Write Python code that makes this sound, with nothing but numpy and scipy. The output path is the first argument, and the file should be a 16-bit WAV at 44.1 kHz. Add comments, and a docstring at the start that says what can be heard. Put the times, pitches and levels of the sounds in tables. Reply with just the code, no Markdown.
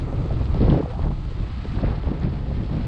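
"""A lumpy wind rumble with buffets and pops, under roar and hiss, at a small camera microphone in gliding flight.
Large eddies push the capsule, smaller ones buffet and pop across the port, and air roars round the housing.
Each airflow band is noise mixed with eddy impulses, filtered to a spectrum and swelled by a level curve.
Pops and ticks are short wave packets; a faint whistle is narrow noise on a gliding pitch."""
import sys
import numpy as np
from scipy import signal
from scipy.fft import rfft, irfft
from scipy.io import wavfile
from scipy.ndimage import uniform_filter1d

SR = 44100
rng = np.random.default_rng(int(sys.argv[2]) if len(sys.argv) > 2 else 0)


def store_wav(level_fs):
    """Save 16-bit WAV to argv[1]."""
    pcm = np.round(np.clip(np.atleast_2d(level_fs), -1, 1) * 32767)
    wavfile.write(sys.argv[1], SR, pcm.T.astype(np.int16))


N = 126567


def gain_of(db):
    """Decibel law: 20 dB is a tenfold amplitude."""
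    return 10 ** (np.asarray(db) / 20)


def evened(x):
    """Normalisation: scales a signal to an rms of 1."""
    return x / np.sqrt(np.mean(x ** 2) + 1e-20)


def curve(table, column):
    """Linear interpolation: one column of a table of times, at every sample."""
    rows = np.array(table)
    return np.interp(np.arange(N) / SR, rows[:, 0], rows[:, column])


def coloured(x, spectrum):
    """Spectral shaping: weights each frequency by a table, at -120 dB outside it."""
    hz = np.fft.rfftfreq(N, 1 / SR)
    table_hz, table_db = np.transpose(spectrum)
    shape_db = np.interp(np.log(hz + 1), np.log(table_hz + 1), table_db, left=-120, right=-120)
    return evened(irfft(rfft(x) * gain_of(shape_db), N))


def lumps(per_s):
    """Random modulation: low-passed noise of rms 1, changing up to about per_s times a second."""
    hz = np.fft.rfftfreq(N, 1 / SR)
    low_pass = np.exp(-(hz / per_s) ** 2)
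    tilt = hz / (hz + 5) / np.sqrt(hz + 5)  # removes the mean and favours slow changes
    return evened(irfft(rfft(rng.standard_normal(N)) * low_pass * tilt, N))


def eddy_train(per_s, spread_db):
    """Shot noise: sparse random suction impulses, uneven in size by spread_db."""
    size = gain_of(spread_db * np.minimum(rng.exponential(1, N), 4))
    return evened(-size * (rng.random(N) < per_s / SR))


def steadied(x, amount):
    """Gain control: evens out the chance swells of a narrow noise."""
    span = int(0.03 * SR)  # 30 ms, averaged twice
    power = uniform_filter1d(uniform_filter1d(x ** 2, span), span)
    return x / (abs(power) + 0.037) ** (amount / 2)


def airflow(spectrum, level_db, lumps_db, eddies, share, steady=0.):
    """Turbulence noise: noise plus eddy impulses, coloured, made lumpy and set to its level."""
    noise = np.sqrt(1 - min(share, 1) ** 2) * rng.standard_normal(N)
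    band = coloured(noise + share * eddies, spectrum)
    lumpy = steadied(band, steady) * gain_of(lumps_db)
    return gain_of(level_db) * evened(lumpy)


def bursts(table):
    """Transient pressure pulses: each row is a Gaussian wave packet centred on a suction."""
    out, t = np.zeros(N), np.arange(N) / SR
    for centre_s, peak_db, hz, cycles in table:
        phase = (t - centre_s) * hz  # in cycles
        envelope = np.exp(-2 * (phase / cycles) ** 2)
        out -= gain_of(peak_db) * envelope * np.cos(2 * np.pi * phase)
    return out


# Relative spectra of the airflow noise, from treble to middle.
# Each row: frequency in Hz, density in dB per Hz.
HISS_SPECTRUM = [(4800, -18), (5800, -0.5), (6500, -2.5), (7500, -2.5), (8300, -5), (9000, -11.5),
                 (9800, -23.5), (10500, -35)]
FIZZ_SPECTRUM = [(1900, -26), (2500, -2.5), (3100, 0), (4300, -1.5), (5000, -6.5), (5700, -18),
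                 (6500, -37.5)]
ROAR_SPECTRUM = [(900, -25), (1400, -5), (2000, -4.5), (2600, -9.5), (3200, -22.5), (4000, -34)]
RUSH_SPECTRUM = [(450, -5.5), (700, -5), (1000, -3), (1330, 1.5), (1420, -20), (1700, -50)]
SPRAY_SPECTRUM = [(450, -14.5), (700, 0), (1000, -5), (1400, -12), (2000, -20.5), (2800, -26.5),
                  (4000, -52)]
# Strength of the hiss. Each row: time in seconds, level in dB.
HISS_LEVEL_DB = [(0.05, -68.5), (1.57, -71), (1.75, -67.5), (1.82, -72), (2.42, -74), (2.86, -71),
                 (2.87, -80)]
# Strength of the rush. Each row: time in seconds, level in dB.
RUSH_LEVEL_DB = [(0, -49.5), (.6, -50), (.9, -50.5), (1.3, -54), (1.8, -49), (2.3, -52.5), (2.87, -57.5)]
# Strength of three bands. Each row: time in seconds, spray in dB, roar in dB, fizz in dB.
STREAM_LEVELS_DB = [(0.0, -41, -51, -58), (0.01, -51, -53.5, -53), (0.07, -47, -54.5, -59),
                    (0.45, -47, -53, -52.5), (0.49, -46, -55.5, -57.5), (0.65, -41.5, -47.5, -48.5),
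                    (0.69, -32, -52, -52), (0.7, -38, -42.5, -44), (0.73, -39, -48, -50),
                    (0.8, -49, -50.5, -56), (0.81, -38, -56, -57.5), (0.89, -51, -55.5, -57.5),
                    (0.91, -42, -50, -55), (0.97, -47, -66, -58), (1.03, -39, -53, -53),
                    (1.06, -46.5, -59, -58.5), (1.07, -36, -60, -56), (1.1, -54, -57, -59),
                    (1.11, -41, -56, -56), (1.14, -54, -57, -57), (1.74, -50, -50, -52.5),
                    (1.76, -49, -51, -50), (1.79, -42, -50, -52.5), (1.82, -45, -54, -50),
                    (1.84, -40, -51, -54), (1.85, -43, -45, -53), (1.9, -41, -52, -52.5),
                    (2.02, -51, -52, -56), (2.07, -41.5, -51.5, -55.5), (2.21, -48, -54, -56),
                    (2.23, -46, -47, -54.5), (2.29, -48.5, -55, -55), (2.38, -45, -52, -57),
                    (2.41, -50.5, -56, -58), (2.57, -51, -52.5, -53), (2.61, -46.5, -51.5, -57),
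                    (2.64, -62, -57, -56.5), (2.67, -46, -55.5, -54.5), (2.83, -44.5, -50.5, -52.5),
                    (2.87, -47, -51, -55)]


def housing_airflow(shared, eddies):
    """Broadband flow noise: the upper bands flicker with the fast turbulence by different amounts."""
    flicker, fine = lumps(per_s=220), eddy_train(per_s=270, spread_db=0.9)
    hiss = airflow(HISS_SPECTRUM, curve(HISS_LEVEL_DB, column=1),
                   0.8 * flicker + 0.97 * lumps(per_s=40), fine, share=0.15)
    fizz = airflow(FIZZ_SPECTRUM, curve(STREAM_LEVELS_DB, column=3),
                   0.42 * flicker + 0.74 * lumps(per_s=69), fine, share=0.54)
    roar = airflow(ROAR_SPECTRUM, curve(STREAM_LEVELS_DB, column=2),
                   0.11 * shared + 0.83 * flicker, fine, share=0.25)
    rush = airflow(RUSH_SPECTRUM, curve(RUSH_LEVEL_DB, column=1),
                   0.2 * shared + 0.52 * lumps(per_s=120), eddies, share=0.11)
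    spray = airflow(SPRAY_SPECTRUM, curve(STREAM_LEVELS_DB, column=1),
                    1.4 * shared + 0.68 * flicker, eddies, share=0.2)
    return hiss + fizz + roar + rush + spray


# A faint fuzzy whistle as the strongest gust leaves the port.
# Each row: time in seconds, pitch in Hz, level in dB.
WHISTLE_GLIDE = [(.80, 380, -52), (.85, 469.5, -49), (.87, 480.4, -44), (.915, 519.5, -37.5),
                 (.924, 513, -61), (.926, 691, -58), (.935, 756, -49), (.955, 802, -36.5), (.98, 832, -59),
                 (.99, 850, -60)]


def whistle():
    """Frequency shifting: low-passed complex noise rides on a gliding carrier."""
    pole = np.exp(-np.pi * 38 / SR)  # each of the two poles is 38 Hz wide
    real, imaginary = rng.standard_normal((2, N))
    fuzz = real + 1j * imaginary
    for _ in range(2):
        fuzz = signal.lfilter([1 - pole], [1, -pole], fuzz)
    carrier = np.exp(2j * np.pi * np.cumsum(curve(WHISTLE_GLIDE, column=1)) / SR)
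    return gain_of(curve(WHISTLE_GLIDE, column=2)) * evened((fuzz * carrier).real)


# Small ticks, mostly in the treble.
# Each row: centre in seconds, peak in dB, pitch in Hz, length in cycles.
TICK_EVENTS = [(.388, -41, 3460, 0.71), (.457, -30.5, 3200, 0.73), (.527, -38, 3350, 0.88),
               (.545, -32, 3960, 1.2), (.618, -33, 3900, 1.8), (.701, -26.5, 3200, 3.2),
               (1.02, -31, 2190, 0.6), (1.788, -31, 1530, 1.4), (1.846, -33, 1330, 1.1),
               (1.862, -33, 2100, 1.6), (2.034, -40.5, 3170, 3.6), (2.2005, -49, 6600, 3.6),
               (2.2345, -34, 3380, 0.89)]


def ticks():
    """Short transients: a packet of few cycles spreads over a wide band and is heard as a tick."""
    return bursts(TICK_EVENTS)


# Single eddies that pop on the port.
# Each row: centre in seconds, peak in dB, pitch in Hz, length in cycles.
POP_EVENTS = [(.128, -20, 507, 0.59), (.309, -22, 630, 1.4), (.547, -18, 560, 0.69),
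              (.576, -22.5, 400, 0.99), (.608, -16.5, 400, 1.03), (.615, -9, 250, 0.72),
              (.653, -22, 600, 1), (.6835, -9.5, 330, 0.6), (.697, -25, 900, 1.2), (.711, -27.5, 990, 1.9),
              (.7015, -8, 190, 0.9), (.7175, -9, 200, 0.64), (.7275, -10.5, 480, 0.58),
              (.7405, -9.5, 330, 0.73), (.746, -14.5, 600, 0.89), (.762, -9.5, 220, 0.56),
              (.777, -15, 500, 0.88), (.806, -15, 400, 1.06), (.828, -26, 900, 1.5), (.860, -20, 600, 0.99),
              (.937, -29, 760, 2.1), (.994, -17.5, 600, 0.59), (1.073, -25.5, 600, 0.38),
              (1.107, -23, 450, 0.52), (1.116, -31, 950, 1.5), (1.322, -31, 480, 1.3),
              (1.655, -27.5, 400, 1), (1.766, -26.5, 650, 0.63), (1.8375, -21.5, 620, 3),
              (1.840, -18, 317, 0.67), (1.8435, -13.5, 300, 0.58), (2.074, -23, 480, 0.72),
              (2.087, -19, 350, 0.33), (2.097, -25, 300, 0.98), (2.118, -14, 240, 0.85),
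              (2.228, -35.5, 750, 4.1), (2.329, -29, 300, 0.59), (2.515, -22, 453, 0.5)]


def pops():
    """Eddy suction: each passing eddy pulls on the port in a brief low packet."""
    return bursts(POP_EVENTS)


# Relative spectra of the low bands. Each row: frequency in Hz, density in dB per Hz.
FLUTTER_SPECTRUM = [(150, -35), (260, -1), (422, -6), (553, -10), (748, -21), (1000, -27), (1400, -33.5),
                    (2000, -41.5), (4300, -51), (5500, -55.5), (6500, -120)]
BUFFET_SPECTRUM = [(53, -42.5), (90, -11.5), (130, 1), (320, -17.5), (420, -39), (700, -120)]
RUMBLE_SPECTRUM = [(7.1, -40), (12, -6), (54, 6.5), (97, 0.5), (130, -10.5), (170, -36.5), (290, -120)]
# Strength of the flutter. Each row: time in seconds, level in dB.
FLUTTER_LEVEL_DB = [(0, -34.5), (.1, -38), (.13, -36), (.17, -39), (.24, -33), (.29, -37.5), (.44, -36.5),
                    (.51, -41), (.55, -36), (.59, -41), (.61, -29), (.65, -27.5), (.7, -24.5), (.76, -27),
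                    (.81, -25), (.84, -39.5), (.88, -40.5), (.97, -50), (1.0, -36), (1.07, -34.5),
                    (1.12, -42.5), (1.16, -44.5), (1.29, -46.5), (1.37, -45.5), (1.4, -36), (1.44, -44.5),
                    (1.57, -48), (1.64, -45), (1.73, -44.5), (1.77, -35.5), (1.82, -36), (1.85, -32),
                    (1.92, -36), (2.02, -43), (2.09, -32.5), (2.16, -33.5), (2.21, -42), (2.25, -36),
                    (2.35, -40), (2.45, -39.5), (2.52, -37), (2.6, -40.5), (2.68, -41), (2.72, -36),
                    (2.8, -38), (2.87, -35.5)]
# Strength of the buffeting gusts. Each row: time in seconds, level in dB.
BUFFET_LEVEL_DB = [(0.0, -29.5), (0.04, -26), (0.11, -38.5), (0.13, -28.5), (0.25, -27), (0.28, -35),
                   (0.33, -27), (0.52, -31), (0.55, -25), (0.58, -28.5), (0.61, -18), (0.65, -21),
                   (0.71, -14), (0.8, -27.5), (0.84, -26.5), (0.87, -41), (1.08, -24), (1.15, -33.5),
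                   (1.3, -36), (1.34, -45), (1.37, -38), (1.41, -27), (1.43, -42), (1.57, -31.5),
                   (1.64, -37), (1.77, -25.5), (1.8, -33.5), (1.84, -21.5), (1.86, -27), (1.98, -31),
                   (2.04, -41), (2.08, -25.5), (2.12, -27), (2.19, -32), (2.25, -24.5), (2.3, -31),
                   (2.32, -28.5), (2.49, -31.5), (2.57, -28.5), (2.58, -24.5), (2.68, -35), (2.72, -24),
                   (2.79, -25), (2.87, -27.5)]
# Strength of the rumble. Each row: time in seconds, level in dB.
RUMBLE_LEVEL_DB = [(0.0, -24.5), (0.08, -28), (0.45, -20), (0.47, -34), (0.49, -20.5), (0.69, -18),
                   (0.71, -15.5), (0.77, -28), (0.79, -28), (0.99, -28.5), (1.03, -19.5), (1.15, -26.5),
                   (1.19, -24), (1.37, -29), (1.41, -20), (1.46, -29.5), (1.59, -27.5), (1.61, -19.5),
                   (1.65, -43.5), (1.71, -15.5), (1.74, -38), (1.77, -20), (1.81, -30), (1.85, -18),
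                   (1.96, -28), (2.05, -28.5), (2.07, -18.5), (2.1, -29), (2.29, -26), (2.45, -29),
                   (2.53, -23.5), (2.57, -27), (2.59, -22), (2.67, -27.5), (2.85, -26), (2.87, -45)]


def eddy_pressure(shared, eddies):
    """Turbulent pressure: large eddies rumble on the capsule, smaller ones buffet and flutter."""
    flutter = airflow(FLUTTER_SPECTRUM, curve(FLUTTER_LEVEL_DB, column=1),
                      2.3 * shared + 0.9 * lumps(per_s=66), eddies, share=0.098, steady=0.45)
    buffet = airflow(BUFFET_SPECTRUM, curve(BUFFET_LEVEL_DB, column=1),
                     1.7 * shared + 0.69 * lumps(per_s=90), eddies, share=0.25, steady=0.53)
    rumble = airflow(RUMBLE_SPECTRUM, curve(RUMBLE_LEVEL_DB, column=1),
                     0.1 * shared + 1.0 * lumps(per_s=8), eddies, share=0.2, steady=0.95)
    return flutter + buffet + rumble


def scene():
    """Superposition: all pressures add at one microphone, and the bands share one turbulence."""
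    shared, eddies = lumps(per_s=36), eddy_train(per_s=68, spread_db=5.2)
    flow = housing_airflow(shared, eddies) + eddy_pressure(shared, eddies)
    return (flow + whistle() + ticks() + pops())[None]


def record(dry):
    """Saturation and band limiting: the capsule rounds strong pushes, the recorder cuts the top."""
    overload, edge_hz = 0.7, 10600  # overload is the ceiling, in full scale
    rounded = overload * np.tanh(dry / overload)
    low_pass = signal.firwin(511, edge_hz, window=("kaiser", 9), fs=SR)
    return signal.oaconvolve(rounded, low_pass[None], "same")


dry = scene()
out = record(dry)
store_wav(out)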